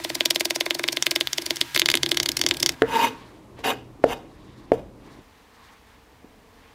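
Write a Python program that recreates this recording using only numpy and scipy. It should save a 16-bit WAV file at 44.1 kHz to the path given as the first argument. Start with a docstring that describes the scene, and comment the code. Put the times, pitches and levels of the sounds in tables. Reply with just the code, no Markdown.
"""In a kitchen, close by, a chef's knife minces garlic on a wooden board, played back eight times too fast:
every resonance sits three octaves up. Then, at natural speed, the blade taps the board and scrapes the
heap together; last comes a quieter kitchen with soft touches. Blows ring the modes of board and counter,
crunch and scrapes are random clicks through resonances, and the air is shaped noise with appliance hum."""
import sys
import numpy as np
from scipy import signal
from scipy.fft import rfft, irfft
from scipy.io import wavfile

SR = 44100
rng = np.random.default_rng(int(sys.argv[2]) if len(sys.argv) > 2 else 0)


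def dump(signal):
    """Clip the signal to [-1, 1] and save it as 16-bit WAV at the path in sys.argv[1]."""
    limited = np.clip(np.atleast_2d(signal).T, -1, 1)
    pcm = np.round(limited * 32767).astype(np.int16)
    wavfile.write(sys.argv[1], SR, pcm)


N = 297234

SPEED = 8             # playback speed of the chopping
CUTOFF_HZ = 16100     # top of what is heard
THUMP_LAG_S = 0.0045  # natural speed: the counter swings up only after the blow

# ring of the board at natural speed: mode_hz, edge_blow_db, flat_blow_db, t60_s
BOARD_MODES = [(440, -1.5, -3, .08), (463, -8, -1, .115), (470, -18, -24, .38), (545, -10, -10, .06),
               (269, -8, -9, .12), (635, -8, -14, .06), (735, -12, -11, .08), (915, -16, -18, .06),
               (1140, -16, -24, .04), (1420, -18, -26, .03), (415, -6, -30, .06)]
# knock of the board on its feet, natural speed: mode_hz, edge_blow_db, flat_blow_db, t60_s
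FEET_MODES = [(59.8, -6, -24.5, 0.12), (127.7, -5, -19, 0.3), (78.5, 5.5, -42, 0.18),
              (238, 10.5, -41, 0.046)]
# shape of the air noise up to 3 s, also of the chops' rumble: frequency_hz, level_db (per Hz)
FIRST_AIR_SHAPE = [(30, -13), (75, 4), (100, -5), (140, 9.5), (205, -16.5), (260, 9.5), (340, 0),
                   (480, -2.5), (600, -3), (1130, 0), (1700, 6), (3580, 3.5), (8300, -6), (16000, -10.5)]
# shape of the air noise from 3 s to 5.22 s, also of the taps' rumble: frequency_hz, level_db (per Hz)
SECOND_AIR_SHAPE = [(18, -42), (30, 16), (86, 13), (118, 10.5), (221, 7.5), (311, 12.5), (461, 0.5),
                    (540, -6), (702, -14), (760, -18), (988, -19.5), (1590, -31.5), (1910, -31.5),
                    (11400, -46), (16000, -50)]


def chops():
    """Garlic crunches under the falling edge, the edge hits, board and counter answer."""
    # fast chops; weight goes into board and counter: start_s, blow_db, blow_hz, crunch_db, weight_db
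    chop_table = [(.001, -40, 3000, -42, -35), (0.0488, -13.5, 3480, -26.5, -29),
                  (0.1019, -15.5, 2780, -26, -29), (0.154, -16, 4520, -21.5, -30.5),
                  (0.208, -3, 3000, -25, -27.5), (0.2583, -4.5, 3580, -14.5, -28.5),
                  (0.3082, -5, 3400, -15.5, -28), (0.36, -6, 3320, -21, -28.5),
                  (.4087, -6.5, 2540, -17.5, -26.5), (0.4553, -13, 3400, -17.5, -28),
                  (0.5075, -7, 2570, -19, -28), (.5498, -26, 4070, -34, -48),
                  (0.561, -17.5, 2850, -22.5, -28.5), (0.6095, -3, 3300, -20.5, -27),
                  (0.6637, -9.5, 2150, -27, -27.5), (0.7082, -3, 2970, -25, -28),
                  (.751, -14, 4570, -23.5, -31.5), (0.795, -9.5, 1900, -27.5, -28),
                  (0.8401, -7, 2410, -27.5, -27.5), (.8866, -4, 3020, -26.5, -30),
                  (0.9288, -15, 4620, -21.5, -32.5), (0.9711, -6.5, 3080, -25, -30),
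                  (1.025, 1.5, 5750, -28, -43), (1.0671, -3, 2740, -18.5, -28.5),
                  (1.115, -9, 2700, -25, -29.5), (1.161, -3.5, 3260, -19.5, -28),
                  (1.21, -2.5, 3300, -21.5, -29.5), (1.2726, -8, 4060, -48, -53.5),
                  (1.3319, -3.5, 5460, -25.5, -41), (1.383, -5.5, 4450, -25, -27.5),
                  (1.422, -21, 4750, -26.5, -35.5), (1.464, -14, 4700, -23, -32),
                  (1.5074, -4.5, 3530, -23, -27.5), (1.569, -13, 4900, -31.5, -40),
                  (1.6134, 1, 3780, -20.5, -30), (1.7492, -10, 3760, -29, -37),
                  (1.7627, -2.5, 2300, -19, -25), (1.7762, -5.5, 3450, -35, -61),
                  (1.7963, -6, 4990, -12, -57), (1.8181, -0.5, 2900, -31, -25),
                  (1.8594, 2.5, 4370, -26, -32), (1.8882, -1, 2400, -21, -28.5),
                  (1.9013, -6, 3140, -15, -58), (1.9163, -7, 4300, -20, -34.5),
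                  (1.941, -0.5, 2500, -24, -23), (1.9536, -5.5, 3360, -38, -67.5),
                  (1.973, -8, 3760, -25, -38), (2.0328, 1, 4700, -22, -26), (2.0624, -6.5, 3900, -28, -29),
                  (2.0925, -23.5, 2780, -25, -35), (2.117, 0, 3760, -17.5, -24),
                  (2.1457, -18, 2810, -28, -36.5), (2.1727, -1, 4200, -20, -30),
                  (2.201, 1.5, 4700, -27, -28.5), (2.2315, -10.5, 4380, -21, -32),
                  (2.2604, -4.5, 4240, -21.5, -33.5), (2.2907, -8.5, 3360, -21, -27.5),
                  (2.318, -23, 5370, -22, -60), (2.3704, -6.5, 5000, -15, -37),
                  (2.3937, -19.5, 2710, -25, -29.5), (2.4151, 0, 5040, -19, -33),
                  (2.4389, -13, 4020, -30.5, -28), (2.4646, 4, 5040, -32.5, -26),
                  (2.489, -17, 5020, -21, -44.5), (2.5113, -1, 2900, -28, -25.5),
                  (2.5456, -22.5, 2960, -37, -34.5), (2.5705, -20.5, 4100, -25, -43),
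                  (2.6024, -16.5, 3960, -22, -31.5), (2.6297, 2, 5500, -16.5, -25.5),
                  (2.6616, 8, 4900, -40.5, -37.5), (2.6927, -0.5, 4800, -18.5, -29.5)]
    # time the edge needs through a piece, before blow and weight scale it: time_s, duration_ms
    piece_table = [(0, 14), (.25, 7.3), (.6, 9.3), (1.6, 9.3), (1.9, 5.6), (2.7, 4.8)]
    # knock at full weight as the knife wanders over the board: time_s, level_db
    knock_curve = [(0, -20.5), (1.25, -21.5), (1.65, -24.5), (1.8, -29.5), (2.7, -32)]
    # counter modes at natural speed: mode_hz, level_db, t60_s
    counter_modes = [(36, -8, .35), (42.7, 0, 1.1)]
    start_s, blow_db, blow_hz, crunch_db, weight_db = np.transpose(chop_table)
    light_db = weight_db + 25   # negative for a chop lighter than full weight, -25 dB

    # a harder blow, or a lighter chop, gets through sooner
    quicker_db = 0.31 * np.minimum(light_db, 0) - 0.11 * (blow_db - np.median(blow_db))
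    cut_ms = np.interp(start_s, *np.transpose(piece_table)) * from_db(quicker_db)
    crunch = squeeze(start_s, crunch_db, cut_ms) * garlic()

    click_db = -29 + blow_db - 0.79 * light_db   # a light chop bares the steel
    clicks = steel_clicks(start_s, click_db, t60=0.0012, low_hz=7040)
    edge = blows(start_s, blow_db, blow_hz, cycles=5)
    edge_board = np.delete(BOARD_MODES, 2, axis=1)
    board_ring = strike(edge_board, start_s, -12 + .75 * blow_db, SPEED, scatter_db=2.5)
    sharp = crunch + edge + clicks + board_ring

    knock_db = np.interp(start_s, *np.transpose(knock_curve)) + 1.7 * light_db
    edge_feet = np.delete(FEET_MODES, 2, axis=1)
    knocks = strike(edge_feet, start_s, knock_db, SPEED, scatter_db=1.5)
    body = sharp + from_db(-14.5) * kitchen(sharp, SPEED) + knocks
    body = signal.sosfilt(signal.butter(4, 50 * SPEED, "high", fs=SR, output="sos"), body)

    thumps = strike(counter_modes, start_s + THUMP_LAG_S / SPEED, weight_db, SPEED, scatter_db=1)
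    # the narrow band makes each thump a slow push
    slow_push = signal.butter(3, [31 * SPEED, 52 * SPEED], "band", fs=SR, output="sos")
    thumps = signal.sosfilt(slow_push, thumps)

    # chops leave the counter rumbling
    rumble = dying_bursts(start_s, weight_db - 15.5, t60=0.25) * coloured(FIRST_AIR_SHAPE)[1]
    return body + thumps + rumble


def squeeze(start_s, crunch_db, cut_ms):
    """Strength of the crunch: it builds as the edge sinks in, fades after the blow, and jumps at each bite."""
    # edge first cracks a clove: start_s, crunch_db
    bite_table = [(0.0376, -45), (0.3472, -23), (0.3974, -20), (.8790, -20.5), (0.933, -38),
                  (1.1100, -16.5), (1.559, -25), (1.7460, -24), (1.7527, -26.5), (1.761, -46),
                  (1.7900, -25), (1.967, -45), (2.539, -28), (2.7194, -33)]
    strength = np.zeros(N)
    after = int(0.0062 * SR)
    for at_s, size, ms in zip(start_s, from_db(crunch_db), cut_ms):
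        i = round(at_s * SR)
        n = int(np.clip(ms * SR / 1000, 2, i))
        strength[i - n:i] += size * np.linspace(.2, 1, n) ** 1.37
        strength[i:i + after] += size * np.linspace(1, 0, after) ** 2
    bite_s, bite_db = np.transpose(bite_table)
    return strength + dying_bursts(bite_s, bite_db, t60=0.017)


def garlic():
    """Random cracks of uneven size through three broad resonances."""
    cracks = grains(9000, 3.5)
    return resonate(cracks, [(2200, 430, 0.5), (4800, 1100, 8), (11470, 14000, -5.0)])  # Hz, width Hz, dB


def taps():
    """The blade comes down flat on the board; the walls and the counter answer."""
    # blade laid down (heel low, tip high), and soft touches: start_s, blow_db, blow_hz, click_db, ring_db
    tap_table = [(2.8199, -3, 441, -19, -10.5), (2.821, -1, 1600, -50, -54.5), (3.59, -34.5, 518, -32, -38),
                 (4.0410, 2, 560, -18.5, -13), (4.0393, -13.5, 1720, -23, -66),
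                 (4.7186, -0.5, 518, -33, -12), (4.72, -17, 1880, -46, -27), (4.797, -29.5, 534, -63, -45),
                 (6.244, -36, 270, -69.5, -51), (6.386, -50.5, 302, -72, -61.5)]
    start_s, blow_db, blow_hz, click_db, ring_db = np.transpose(tap_table)
    clicks = steel_clicks(start_s + 0.0019, click_db, t60=0.006, low_hz=900)
    crack = signal.sosfilt(signal.butter(1, 2500, fs=SR, output="sos"), clicks)
    hit = blows(start_s, blow_db, blow_hz, cycles=5.0) + crack
    flat_modes = np.delete(BOARD_MODES + FEET_MODES, 1, axis=1)
    board_ring = strike(flat_modes, start_s + 0.00215, ring_db, 0.99, scatter_db=1)
    hit = hit + from_db(-22) * kitchen(hit, 1.0) + board_ring
    hit = signal.sosfilt(signal.butter(2, 90, "high", fs=SR, output="sos"), hit)

    # low rumble after a tap, set against the board ring
    rumble_strength = dying_bursts(start_s + THUMP_LAG_S, ring_db - 31, t60=1)
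    return hit + rumble_strength * coloured(SECOND_AIR_SHAPE)[0]


def scrapes():
    """The edge drags over the grain: dense slips excite wood and steel, catching unevenly."""
    # grit level as the edge presses: three scrapes, then the faint gritty tail of the last tap:
    # time_s, level_db
    pressure_curves = [
        [(2.865, -49.5), (2.897, -37), (2.955, -29), (3.013, -29), (3.047, -25), (3.155, -54.5), (3.22, -81)],
        [(3.63, -64), (3.642, -30.5), (3.704, -25), (3.756, -47), (3.9, -76)],
        [(4.068, -49), (4.082, -43), (4.102, -36), (4.132, -33), (4.152, -48.5), (4.24, -61), (4.32, -77)],
        [(4.727, -57), (4.735, -49), (4.752, -52.5), (4.768, -59), (4.795, -58), (4.825, -69), (4.9, -77)],
    ]
    # strongest levels of the three scrapes, then of the tap's gritty tail:
    # board_rumble_db, low_hum_db, high_hum_db, steel_hiss_db
    strongest_table = [(-28, -56, -16, -34), (-28.5, -25, -38.5, -35), (-33, -30.5, -35.5, -43),
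                       (-42, -42.5, -40.5, -54)]
    # share of the grit level's dB followed by: board_rumble, low_hum, high_hum, steel_hiss
    pressure_share = [0.699, 0.902, 1.298, 1.5]
    # resonances of the rumbling board: centre_hz, width_hz, level_db
    rumble_peaks = [(256, 33, 10), (454, 52, 11.5), (560, 140, -0.5)]
    # hum of the blade, a low and a high list: centre_hz, width_hz, level_db
    low_hum_peaks, high_hum_peaks = [(766, 68, 6)], [(919.7, 20, 2), (1026, 160, -28)]
    # gritty resonances of the edge on the grain: centre_hz, width_hz, level_db
    grit_peaks = [(1047, 70, 7), (1645, 215, 10), (2120, 154, 8.5), (2500, 50, 15), (2840, 270, 10.5),
                  (3760, 190, 6), (4560, 670, -3.5)]
    # bands of the steel hiss: centre_hz, width_hz, level_db
    steel_peaks = [(6100, 86, 5), (7080, 290, -3), (8050, 120, -2.5), (9320, 210, -5), (10500, 600, -7),
                   (11900, 930, -6), (12270, 470, -2), (13600, 190, -14), (14750, 500, -9.5)]
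    catch_db = 2.5   # uneven catching of the edge

    level_curves = []
    for curve, top_db in zip(pressure_curves, strongest_table):
        peak_db = np.max(curve, axis=0)[1]
        level_curves.append([(s, *(np.array(top_db) + np.multiply(pressure_share, db - peak_db)), db)
                             for s, db in curve])
    rumble, low_hum, high_hum, hiss, grit = in_time(level_curves)

    slips = grains(2500, 1.9)
    # filtered twice, so the hiss gathers in narrow bands with deep gaps between
    narrow_peaks = [(hz, .6 * width_hz, 0) for hz, width_hz, _ in steel_peaks]
    steel = resonate(grains(12000, 1.9), narrow_peaks)
    wood = rumble * resonate(slips, rumble_peaks, catch_db) + grit * resonate(slips, grit_peaks, catch_db)
    blade = low_hum * resonate(slips, low_hum_peaks) + high_hum * resonate(slips, high_hum_peaks)
    return wood + blade + hiss * resonate(steel, steel_peaks, catch_db)


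def swishes():
    """Faint swishes of handling: noise through broad resonances, each swelling and fading smoothly."""
    # swishes: centre_s, half_length_s, level_db
    swish_table = [(3.036, 0.49, -48), (3.598, 0.048, -48.5), (4.082, 0.081, -46), (4.533, 0.48, -56.5),
                   (5.115, 0.18, -54.5), (5.386, 0.26, -61), (5.664, 0.21, -53), (5.91, 0.11, -57.5),
                   (6.677, 0.28, -58)]
    # their resonances: centre_hz, width_hz, level_db
    swish_peaks = [(863, 140, -0.5), (1100, 100, 3), (1600, 790, -3), (2213, 1400, -4.5),
                   (3710, 1940, -9.5)]
    t = np.arange(N) / SR
    swell = np.zeros(N)
    for centre_s, half_s, db in swish_table:
        swell += from_db(db) * np.cos(np.pi / 2 * np.clip((t - centre_s) / half_s, -1, 1)) ** 2
    return swell * resonate(rng.standard_normal(N), swish_peaks, patchy_db=1.5)


def air():
    """Gently wavering kitchen noise of three successive colours; appliance hum lies under the first two."""
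    # level of the air from each time on, before it wavers: start_s, bass_db, middle_db, treble_db
    level_table = [(0, -54.5, -58.5, -44.5), (1.75, -45, -54.5, -48), (2.747, -53.5, -53.5, -55.5),
                   (5.221, -59.5, -60.5, -58.5)]
    # shape of the air noise from 5.22 s on: frequency_hz, level_db (per Hz)
    last_air_shape = [(18, -23), (30, 3.5), (70, 8), (165, -6.5), (252, -1), (336, -5.5), (364, -11.5),
                      (449, 0.5), (526, -9.5), (962, -8.5), (1070, -10), (1460, -13.5), (1810, -11.5),
                      (11100, -29), (16000, -28)]
    # when the colour of the air changes: time_s
    change_s = (3, 5.22)
    # appliance hum at natural speed: line_hz, width_hz, level_db (rms)
    hum_lines = [(119.8, 1.5, -55), (204.4, .6, -64)]
    # gain of each hum line in the first part: gain_db
    first_gains = [-3, 9]
    t = np.arange(N) / SR
    from_s, *band_db = np.transpose(level_table)
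    row = np.searchsorted(from_s, t, "right") - 1
    levels = from_db(band_db)[:, row] * [flicker(2.4, 1.5) for _ in band_db]

    part = np.searchsorted(change_s, t)
    out = np.zeros(N)
    for k, shape in enumerate((FIRST_AIR_SHAPE, SECOND_AIR_SHAPE, last_air_shape)):
        out += (part == k) * np.sum(levels * coloured(shape), axis=0)
    for (hz, width_hz, db), gain_db in zip(hum_lines, first_gains):
        noise = rng.standard_normal(N)
        raised_hum = resonate(noise, [(hz * SPEED, width_hz * SPEED, 0)])
        natural_hum = resonate(noise, [(hz, width_hz, 0)])
        out += (part == 0) * from_db(db + gain_db) * raised_hum
        out += (part == 1) * from_db(db) * natural_hum
    return out


def kitchen(x, speed):
    """Walls return a dense tail that dulls as it dies; faster playback shortens and brightens it."""
    t60_s, dull_hz = 0.4, 2500   # at natural speed
    t = np.arange(int(t60_s / speed * SR)) / SR * speed
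    white = rng.standard_normal((2, len(t)))
    low_pass = signal.butter(1, min(dull_hz * speed, .4 * SR), fs=SR, output="sos")
    dull = signal.sosfilt(low_pass, white[0])
    bright = 0.1 * white[1] * from_db(-120 * t / t60_s)   # dies sooner than the dull part
    tail = (dull + bright) * from_db(-60 * t / t60_s) * (t > .006)
    return signal.oaconvolve(x, tail / np.sqrt(np.sum(tail ** 2)))[:N]


def blows(seconds, db, hz, cycles):
    """The blade meets the wood: about one full swing, then it falls by 60 dB in the given cycles."""
    out = np.zeros(N)
    for s, size, f in zip(seconds, from_db(db), hz):
        turns = np.arange(int(10 * SR / f)) * f / SR
        onset = np.minimum(.7 + turns, 1)
        decay = from_db(-60 * np.maximum(turns - .75, 0) / cycles)
        i = round(s * SR)
        out[i:i + len(turns)] += size * np.sin(2 * np.pi * turns) * onset * decay
    return out


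def steel_clicks(seconds, db, t60, low_hz):
    """Bright noise that dies at once."""
    high_pass = signal.butter(2, low_hz, "high", fs=SR, output="sos")
    return dying_bursts(seconds, db, t60) * rms_one(signal.sosfilt(high_pass, rng.standard_normal(N)))


def strike(modes, seconds, db, speed, scatter_db):
    """Every blow rings every mode at its own strength, neighbours in opposite sense.

    Faster playback raises and shortens the modes."""
    scatter = scatter_db * rng.standard_normal((len(seconds), len(modes)))
    out = np.zeros(N)
    for k, (hz, mode_db, t60) in enumerate(modes):
        if hz * speed < CUTOFF_HZ:
            sizes = (-1) ** k * from_db(db + mode_db + scatter[:, k])
            out += ring(clicks_at(seconds, sizes), hz * speed, t60 / speed)
    return out


def ring(clicks, hz, t60):
    """A unit click sets a decaying sine of starting height 1 ringing."""
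    r, w = from_db(-60 / (t60 * SR)), 2 * np.pi * hz / SR
    return signal.lfilter([0, np.sin(w)], [1, -2 * r * np.cos(w), r * r], clicks)


def dying_bursts(seconds, db, t60):
    """Envelope that jumps at each time and falls by 60 dB in t60 seconds."""
    return signal.lfilter([1], [1, -from_db(-60 / (t60 * SR))], clicks_at(seconds, from_db(db)))


def clicks_at(seconds, sizes):
    """Train of single-sample clicks over a vanishingly small floor."""
    train = np.full(N, 1e-18)
    np.add.at(train, np.round(np.asarray(seconds) * SR).astype(int), sizes)
    return train


def grains(per_s, spread_db):
    """Random clicks of uneven size and sign; rms 1."""
    size_db = spread_db * np.minimum(rng.exponential(1, N), 4)
    sizes = from_db(size_db) * rng.choice([-1, 1], N)
    return rms_one(sizes * (rng.random(N) < per_s / SR))


def resonate(x, peaks, patchy_db=0):
    """Parallel resonances with alternating signs, each flickering on its own if patchy; rms 1."""
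    out = 0
    for k, (hz, width_hz, db) in enumerate(peaks):
        r = np.exp(-np.pi * width_hz / SR)
        band = signal.lfilter([1, 0, -1], [1, -2 * r * np.cos(2 * np.pi * hz / SR), r * r], x)
        gain = flicker(45, patchy_db) if patchy_db else 1
        out = out + (-1) ** k * from_db(db) * (1 - r * r) * band * gain
    return rms_one(out)


def coloured(shape):
    """Noise of the given spectral shape as bass, middle and treble, each rms 1."""
    hz = np.maximum(np.arange(N // 2 + 1) * SR / N, 1)
    at_hz, db = np.transpose(shape)
    bins = rfft(rng.standard_normal(N)) * from_db(np.interp(np.log(hz), np.log(at_hz), db))
    bass, treble = 1 / (1 + (hz / 200) ** 8), 1 / (1 + (800 / hz) ** 8)
    middle = np.abs(1 - bass - treble)
    return np.array([rms_one(irfft(bins * np.sqrt(share), N)) for share in (bass, middle, treble)])


def flicker(per_s, db):
    """Gain that wanders by the given dB about per_s times a second."""
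    knots = rng.standard_normal(int(N / SR * 200) + 2)
    return from_db(db * np.interp(np.arange(N) / SR * min(per_s, 200), np.arange(len(knots)), knots))


def in_time(tables):
    """Gains of dB curves sample by sample; each table fades to silence within 10 ms outside its span."""
    t, out = np.arange(N) / SR, 0
    for s, *columns in map(np.transpose, tables):
        inside = np.interp(t, [s[0] - .01, s[0], s[-1], s[-1] + .01], [0, 1, 1, 0])
        out = out + inside * from_db([np.interp(t, s, c) for c in columns])
    return out


def from_db(db):
    """Decibels to amplitude ratio."""
    return 10 ** (np.asarray(db, float) / 20)


def rms_one(x):
    """Scale to an rms of 1."""
    return x / np.sqrt(np.mean(x ** 2) + 1e-20)


def scene():
    """Nearly mono: a very faint filtered, noise-smeared copy sets the channels slightly apart."""
    # level of the smeared copy against the sound itself: frequency_hz, level_db
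    smear_curve = [(60, -29.5), (110, -35), (200, -34), (380, -53), (700, -43.5), (1290, -45), (2380, -53),
                   (4400, -54.5), (8120, -43), (15000, -28.5)]
    drag = scrapes()
    drag_room = from_db(-29.5) * kitchen(drag, 1)
    mid = chops() + taps() + drag + drag_room + swishes() + air()

    hz = np.maximum(np.arange(N // 2 + 1) * SR / N, 1)
    at_hz, db = np.transpose(smear_curve)
    smear_gain = from_db(np.interp(np.log(hz), np.log(at_hz), db))
    smear = rms_one(rng.standard_normal(400)) / 20   # 9 ms of noise, total energy 1
    side = irfft(rfft(mid) * rfft(smear, N) * smear_gain, N)
    return np.array([mid + side, mid - side])


def record(dry):
    """The loudest blows clip at full scale; the top is cut."""
    low_pass = signal.cheby2(12, 60, CUTOFF_HZ * 1.03, fs=SR, output="sos")
    return np.clip(signal.sosfilt(low_pass, np.clip(dry, -1, 1)), -1, 1)


dry = scene()
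out = record(dry)
dump(out)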